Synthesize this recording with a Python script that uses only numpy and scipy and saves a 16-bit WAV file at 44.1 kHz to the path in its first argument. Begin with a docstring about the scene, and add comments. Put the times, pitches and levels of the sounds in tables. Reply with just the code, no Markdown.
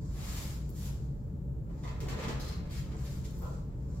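"""In a hard-walled clinical room, the ventilation rumbles and clothes rustle as a wet wipe is pulled
through the hands, its damp fibres hissing and ticking. A drawer trolley is then swung round on its
castors: the wheels roll and bump, the frame knocks and rings, plastic trays rattle and a loose metal
fitting jingles. The wipe is gathered up again and a rubber sole scuffs the floor.
The walls add a short echo to each movement."""
import sys
import numpy as np
from scipy import signal
from scipy.fft import rfft, irfft
from scipy.io import wavfile
from scipy.ndimage import uniform_filter1d

SR = 44100
rng = np.random.default_rng(int(sys.argv[2]) if len(sys.argv) > 2 else 0)


def generate_wav(signal):
    """Clip the signal to [-1, 1] and save it as 16-bit WAV at the path in sys.argv[1]."""
    frames = np.transpose(np.atleast_2d(signal))
    scaled = np.clip(frames, -1, 1) * 32767
    pcm = np.round(scaled).astype(np.int16)
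    wavfile.write(sys.argv[1], SR, pcm)


N = 176400
T = np.arange(N) / SR

# Tone of the moving air: (frequency [Hz], relative level [dB])
AIR_TONE = [(15, -17), (27, 6), (40, -2), (66, 1), (82, -2.5), (115, -4), (200, -8), (235, -15.5),
            (300, -16), (400, -22.5), (580, -28.5), (760, -37.5), (920, -34), (1100, -56.5), (1500, -48.5),
            (2000, -60), (3000, -59), (6500, -62.5), (7500, -57.5), (9000, -66.5), (12000, -54.5),
            (16000, -65)]
# Notes that hum in the ducts: (frequency [Hz], half-width [Hz], level [dB])
DUCT_HUMS = [(60.1, 10, -41.5), (134.7, 10.3, -42.5), (171.3, 9.1, -51), (440, 7.5, -63),
             (570.6, 14, -66.5)]
# How alike the air sounds on the left and right: (frequency [Hz], likeness [0 to 1])
AIR_LIKENESS = [(60, 0.91), (130, 1), (290, 0.93), (640, 0.12), (1400, 0), (15000, 0.042)]
# Which side the air is louder on: (frequency [Hz], left minus right [dB])
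AIR_LEAN = [(60, -0.5), (150, 2), (380, -3), (950, 0.5), (6000, 4.5), (15000, 0.5)]

# Loudness of the clothes: (time [s], level [dB])
RUSTLE_LEVEL = [(0, -60.5), (.6, -65.5), (.95, -62.5), (1.12, -75), (1.6, -85), (1.8, -64.5), (2.6, -95),
                (2.95, -61.5), (3.3, -64), (3.56, -61), (3.64, -81), (3.78, -74), (3.92, -64.5), (4, -65)]
# Tone of the clothes: (frequency [Hz], relative level [dB])
RUSTLE_TONE = [(300, -4.5), (1100, 8.5), (1900, -4), (3000, -11.5), (4200, 0), (5800, 1), (7400, 2),
               (8600, -5.5), (12000, -7), (16000, -22)]

# Pulls on the wipe:
# (start [s], rise [s], hold [s], fade [s], level [dB], treble tilt [dB per octave], bass cut [Hz])
WIPE_STROKES = [(0.088, 0.13, 0.049, 0.18, -48, 0, 350), (.22, .14, 0.086, 0.15, -46.5, 1.6, 500),
                (0.725, 0.041, 0.08, 0.033, -50.5, 3.5, 900), (0.787, 0.078, 0.016, 0.029, -54, -0.5, 700),
                (2.69, 0.014, 0.074, 0.026, -49.5, -1.8, 1600),
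                (2.979, 0.0082, 0.031, 0.052, -56.5, 0.5, 1000),
                (3.039, 0.01, 0.011, 0.014, -49.5, -1, 1200), (3.071, 0.028, 0.053, 0.05, -55, 1, 600),
                (3.235, 0.0064, 0.01, 0.01, -49, -2.5, 2600), (3.3, 0.033, 0.053, 0.12, -63, 6.5, 2010)]
# Tone of the sliding wipe: (frequency [Hz], relative level [dB])
WIPE_TONE = [(300, -5), (550, 2), (850, 1), (1300, 0.5), (1750, -3.5), (2100, -1.5), (2800, -4),
             (4200, -2.5), (6500, -3), (7500, -4.5), (9000, -6), (12500, -4.5), (16000, -19.5)]
# Wet snaps of the wipe: (time [s], relative level [dB], pitch [Hz], width [octaves], decay [s])
WET_SNAPS = [(0.693, -55, 10700, 0.96, 0.0012), (.702, -55.5, 12470, 0.29, 0.0022),
             (2.968, -62, 7100, 0.14, .002), (3.309, -61, 11000, .4, .003), (3.389, -61, 14000, .13, 0.012),
             (3.418, -56, 13100, .13, 0.0089)]

# Loudness of the wheels; the faint first level also holds from the start: (time [s], level [dB])
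WHEEL_LEVEL = [(1.6, -62.5), (1.72, -57), (1.95, -50.5), (2.03, -43), (2.17, -46), (2.3, -46), (2.38, -43),
               (2.5, -51), (2.62, -51.5), (2.85, -57.5), (2.94, -48), (3.15, -64), (3.3, -54), (3.7, -62.5),
               (4, -57.5)]
# Tone of the rolling wheels: (frequency [Hz], relative level [dB])
WHEEL_TONE = [(60, -24.5), (150, -13), (210, 15.5), (290, -0.5), (440, 0), (560, -0.5), (750, -5),
              (1100, -8), (1600, -14.5), (2500, -23.5), (5000, -35.5), (9000, -44)]
# Dull bumps of the wheels: (time [s], level [dB], pitch [Hz])
WHEEL_BUMPS = [(2.019, -36, 346), (2.27, -32, 220), (2.281, -37, 433)]

# Loudness of the rattling trays: (time [s], level [dB])
TRAY_LEVEL = [(1.66, -96), (1.71, -79), (1.82, -70), (1.85, -51), (1.93, -62.5), (1.99, -66), (2.06, -50),
              (2.12, -52), (2.18, -48.5), (2.24, -48), (2.3, -55), (2.34, -54), (2.48, -49), (2.6, -64.5),
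              (2.9, -61), (3.3, -77)]
# Tone of the frame and trays: (frequency [Hz], relative level [dB])
TROLLEY_TONE = [(200, -0.5), (330, 8.5), (540, 2.5), (720, -1), (1100, 1), (1550, -3.5), (2100, -2.5),
                (3000, -6.5), (4500, -9), (7000, -13.5), (9000, -20), (12500, -22.5), (16000, -32)]
# Knocks of castors and drawers:
# (time [s], level [dB], treble tilt [dB per octave], ringing compared with the knock [dB])
TROLLEY_KNOCKS = [(1.6961, -56.5, -3, -4), (1.831, -55, 3, -14), (1.8371, -46, 0.5, 3.5),
                  (1.875, -46, -2, -7), (2.0038, -43.5, 4.5, -26), (2.0848, -38, 2.5, -19),
                  (2.118, -40.5, -2.5, -6), (2.165, -42.5, -2.5, -27), (2.189, -37.5, -.3, -8.5),
                  (2.2373, -35, -.5, -17), (2.2833, -34.5, 0.5, -11), (2.306, -42.5, -6, -12)]
# Ringing notes of the frame: (frequency [Hz], relative level [dB], time to fade by 60 dB [s])
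FRAME_NOTES = [(960, -14, .08), (1003, 5, .12), (1096, -6, 0.082), (1220, 2, 0.086), (1830, -18, .07),
               (2032, 2, 0.049), (2110, -1, .07), (2480, -2, 0.049), (3900, -14, 0.064)]

# Hits of the metal fitting: (time [s], level [dB])
METAL_HITS = [(2.3995, -42), (2.414, -54), (2.4444, -48.5), (2.4788, -44), (2.497, -64)]
# Tone of each hit: (frequency [Hz], relative level [dB])
METAL_HIT_TONE = [(500, -3), (2000, -16), (4800, 4.5), (7500, -7), (9000, -5.5), (12000, -4.5),
                  (16000, -19)]
# Ringing notes of the fitting: (frequency [Hz], relative level [dB], time to fade by 60 dB [s])
METAL_NOTES = [(3820, -5, .12), (4300, -5, .1), (4170, 6, 0.15), (4460, -7, 0.087), (4500, -1, 0.15),
               (4700, -15, .12), (4926, -3, .12), (5200, -3, .11), (5430, -2, .13), (5340, -1, .16),
               (6360, 6, .1)]

# Scuffs of the shoe: (start [s], rise [s], hold [s], fade [s], level [dB])
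SHOE_SCUFFS = [(3.402, .018, 0.011, 0.023, -45.5), (3.437, 0.015, 0.011, .01, -44),
               (3.484, 0.0084, 0.045, 0.046, -54)]
# Tone of the rubber sole: (frequency [Hz], relative level [dB])
SOLE_TONE = [(150, -7), (380, -6), (510, 5.5), (590, 1), (700, -6), (800, -4.5), (1010, 2), (1180, -10),
             (1350, -2), (1600, -25), (3000, -26), (8000, -34)]

# How long the room echoes: (frequency [Hz], time to fade by 60 dB [s])
ECHO_TIMES = [(100, 0.28), (500, 0.58), (1500, 0.59), (4000, 0.52), (8000, 0.38), (15000, .4)]
# Tone of the microphones: (frequency [Hz], gain [dB])
MIC_TONE = [(6300, -1.5), (7400, 2), (7900, 0.5), (8300, -5), (9300, -5), (12000, -4.5), (16000, 2.5)]


def amp(db):
    """Turns decibels into a number to multiply by."""
    return 10 ** (np.asarray(db) / 20)


def unit(x):
    """Scales a signal to an average power of one."""
    return x / np.sqrt(np.mean(x ** 2) + 1e-20)


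def unit_hit(x):
    """Scales a short sound to the energy of 10 ms at full level."""
    return x * np.sqrt(.01 * SR / (np.sum(x ** 2) + 1e-20))


def look_up(points, hz):
    """Reads between the rows of a frequency table, with octaves evenly spaced."""
    row_hz, value = np.transpose(points)
    return np.interp(np.log(hz + 1), np.log(row_hz + 1), value)


def loudness(points):
    """Joins (time, level) points into a volume curve."""
    return amp(np.interp(T, *np.transpose(points)))


def add(mix, start, sound):
    """Mixes a sound in at a start time in seconds."""
    part = mix[max(round(start * SR), 0):][:len(sound)]
    part += sound[:len(part)]


def colour(x, tone, tilt=0, low_hz=100):
    """Gives a sound a tone, tilts it above low_hz and softens the bass below."""
    hz = np.fft.rfftfreq(4096, 1 / SR) + 1
    octaves = np.log2(np.maximum(hz, low_hz) / low_hz)
    gain = amp(look_up(tone, hz) + tilt * octaves) / np.sqrt(1 + (low_hz / hz) ** 4)
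    # These steps make the filter ring only after a click, never before it.
    cepstrum = irfft(np.log(np.maximum(gain / gain.max(), 1e-5)))
    cepstrum[1:2048] *= 2
    cepstrum[2049:] = 0
    response = irfft(np.exp(rfft(cepstrum)))[:2048]
    return signal.fftconvolve(x, response)[:len(x)]


def grains(per_s, spread_db):
    """Random clicks of uneven size, the raw sound of rubbing and rattling."""
    size = amp(spread_db * np.minimum(rng.exponential(1, N), 4))
    return size * rng.standard_normal(N) * (rng.random(N) < per_s / SR)


def swell(start, rise, hold, fade):
    """A volume curve that rises, holds and fades."""
    rising = (T - start) / max(rise, 1e-3)
    fading = 1 - (T - start - rise - hold) / max(fade, 1e-3)
    return np.clip(np.minimum(rising, fading), 0, 1)


def ring(hits, notes):
    """Hits set off fading notes that carry as much energy as the hits."""
    t = T[:SR // 2]
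    tones = sum(amp(db - 60 * t / fade_s) * np.sin(2 * np.pi * hz * t) for hz, db, fade_s in notes)
    return unit(signal.fftconvolve(hits, tones)[:N]) * np.std(hits)


def strike(hit_s=0.0034, chatter_s=0.013, chatter_db=-11.5):
    """A sharp hit followed by fine chatter, evened out from bass to treble."""
    t = T[:SR // 5]
    hit, chatter = rng.standard_normal((2, len(t)))
    chatter = amp(chatter_db) * unit(chatter ** 3) * np.exp(-t / chatter_s)
    spectrum = rfft(hit * np.exp(-t / hit_s) + chatter)
    smooth_power = uniform_filter1d(abs(spectrum) ** 2, size=25)
    return irfft(spectrum / np.sqrt(smooth_power + 1e-12))[:len(t) // 2]


def ventilation(air_db=-37.5, low_hz=34.5):
    """Air rumbles steadily and hums in the ducts, its bass almost the same on both sides."""
    hz = np.fft.rfftfreq(N, 1 / SR)
    left, other = rfft(rng.standard_normal((2, N)))
    power = (amp(air_db) * unit(amp(look_up(AIR_TONE, hz)))) ** 2
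    for centre, width, db in DUCT_HUMS:
        peak = 1 / (1 + ((hz - centre) / width) ** 2)
        power += (amp(db) * unit(peak)) ** 2
    power *= hz ** 8 / (hz ** 8 + low_hz ** 8)  # cuts the deepest bass
    likeness = np.clip(look_up(AIR_LIKENESS, hz), -1, 1)
    right = likeness * left + np.sqrt(1 - likeness ** 2) * other
    lean = amp(look_up(AIR_LEAN, hz) / 2)
    return irfft(np.sqrt(power) * np.array([left * lean, right / lean]), N)


def clothes():
    """Fabric rubs softly as the body moves."""
    rubbing = grains(per_s=5000, spread_db=4.4)
    return loudness(RUSTLE_LEVEL) * unit(colour(rubbing, RUSTLE_TONE, low_hz=350))


def wipe():
    """Damp fibres slip through the fingers, so each pull hisses."""
    fibres = grains(per_s=7000, spread_db=2.5)
    return sum(amp(db) * swell(*timing) * unit(colour(fibres, WIPE_TONE, tilt, low_hz))
               for *timing, db, tilt, low_hz in WIPE_STROKES)


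def wet_snaps():
    """The wet wipe snaps in tiny bursts of high hiss."""
    out, t = np.zeros(N), T[:2048]
    hz = np.fft.rfftfreq(len(t), 1 / SR) + 1
    for start, db, centre_hz, octaves, decay_s in WET_SNAPS:
        band = np.exp(-.5 * (np.log2(hz / centre_hz) / octaves) ** 2)
        hiss = irfft(rfft(rng.standard_normal(len(t))) * band)
        add(out, start, amp(db) * unit_hit(hiss * np.exp(-t / decay_s)))
    return out


def castors(bump_fade_s=0.034):
    """Wheels run over the fine grain of the floor and bump as they swivel."""
    floor = grains(per_s=1500, spread_db=1.8)
    out = loudness(WHEEL_LEVEL) * unit(colour(floor, WHEEL_TONE))
    t = T[:SR // 5]
    for start, db, hz in WHEEL_BUMPS:
        bump = np.sin(2 * np.pi * hz * t) * amp(-60 * t / bump_fade_s)
        add(out, start, amp(db) * unit_hit(bump))
    return out


def trays_and_frame():
    """Loose trays rattle, while knocks from castors and drawers make the frame ring."""
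    rattle = grains(per_s=540, spread_db=5.5)
    out = loudness(TRAY_LEVEL) * unit(colour(rattle, TROLLEY_TONE, tilt=0.35, low_hz=596))
    frame_hits = np.zeros(N)
    for start, db, tilt, ring_db in TROLLEY_KNOCKS:
        knock = amp(db) * unit_hit(colour(strike(), TROLLEY_TONE, tilt, low_hz=377))
        add(out, start, knock)
        add(frame_hits, start, amp(ring_db) * knock)
    return out + ring(frame_hits, FRAME_NOTES)


def metal_fitting(ring_db=-5):
    """A loose metal part is struck and rings as the trolley swings round."""
    hits = np.zeros(N)
    for start, db in METAL_HITS:
        add(hits, start, amp(db) * unit_hit(colour(strike(), METAL_HIT_TONE, low_hz=600)))
    return hits + amp(ring_db) * ring(hits, METAL_NOTES)


def shoe():
    """A rubber sole stutters over the floor."""
    slips = unit(colour(grains(per_s=2500, spread_db=2), SOLE_TONE, low_hz=200))
    return slips * sum(amp(db) * swell(*timing) for *timing, db in SHOE_SCUFFS)


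def echoes(direct_db=-9.5, early_db=-6.5, build_s=0.0038, shared_bass_hz=540):
    """A click reaches two microphones directly, then as a few early echoes and a fading wash."""
    hz, t, bands = signal.stft(rng.choice([-1., 1.], (2, SR)), SR, nperseg=256)
    likeness = np.exp(-(hz[:, None] / shared_bass_hz) ** 2)  # both sides hear the same bass
    bands[1] = likeness * bands[0] + np.sqrt(1 - likeness ** 2) * bands[1]
    fade = amp(-60 * t / look_up(ECHO_TIMES, hz)[:, None])
    response = signal.istft(bands * fade, SR, nperseg=256)[1][:, :SR]
    response *= 1 - np.exp(-T[:SR] / build_s)
    response /= np.linalg.norm(response[0])
    for side, lag in zip(response, (0, 3)):  # the right side hears it 3 samples later
        side[lag] += amp(direct_db)
        arrivals = rng.integers(90, 900, size=12)
        side[arrivals] += amp(early_db) * rng.choice([-1, 1], size=12) / np.sqrt(12)
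    return response / np.linalg.norm(response[0])


def room(x, left_db, echo_sets=5, move_s=.045):
    """A moving source fades from one set of echoes to the next; left_db favours the left side."""
    out = 0
    for k in range(echo_sets):
        nearness = np.clip(1 - abs((T / move_s - k) % echo_sets - 1), 0, 1)
        share = x * np.sin(np.pi / 2 * nearness)
        out = out + signal.fftconvolve(share[None], echoes(), axes=1)[:, :N]
    return out * amp([[left_db / 2], [-left_db / 2]])


def scene():
    """Wipe and clothes sit a little to the left, trolley and shoe near the middle."""
    snaps = wet_snaps()
    person = room(wipe() + clothes() + amp(-5) * snaps, left_db=1.4)
    person += amp(-4) * snaps  # part of each snap arrives with no echo
    trolley_and_shoe = room(castors() + trays_and_frame() + metal_fitting() + shoe(), left_db=0.55)
    return ventilation() + person + trolley_and_shoe


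def record(dry, top_hz=15850):
    """The microphones colour the sound, and the highest treble is cut off."""
    hz = np.linspace(0, SR / 2, 1025)
    mic = signal.firwin2(511, hz, amp(look_up(MIC_TONE, hz)), fs=SR)
    treble_cut = signal.firwin(511, top_hz, window=("kaiser", 9), fs=SR)
    response = np.convolve(mic, treble_cut)
    padded = np.pad(dry, ((0, 0), (len(response) // 2,) * 2), "reflect", reflect_type="odd")
    return signal.oaconvolve(padded, response[None], "valid")


dry = scene()
out = record(dry)
generate_wav(out)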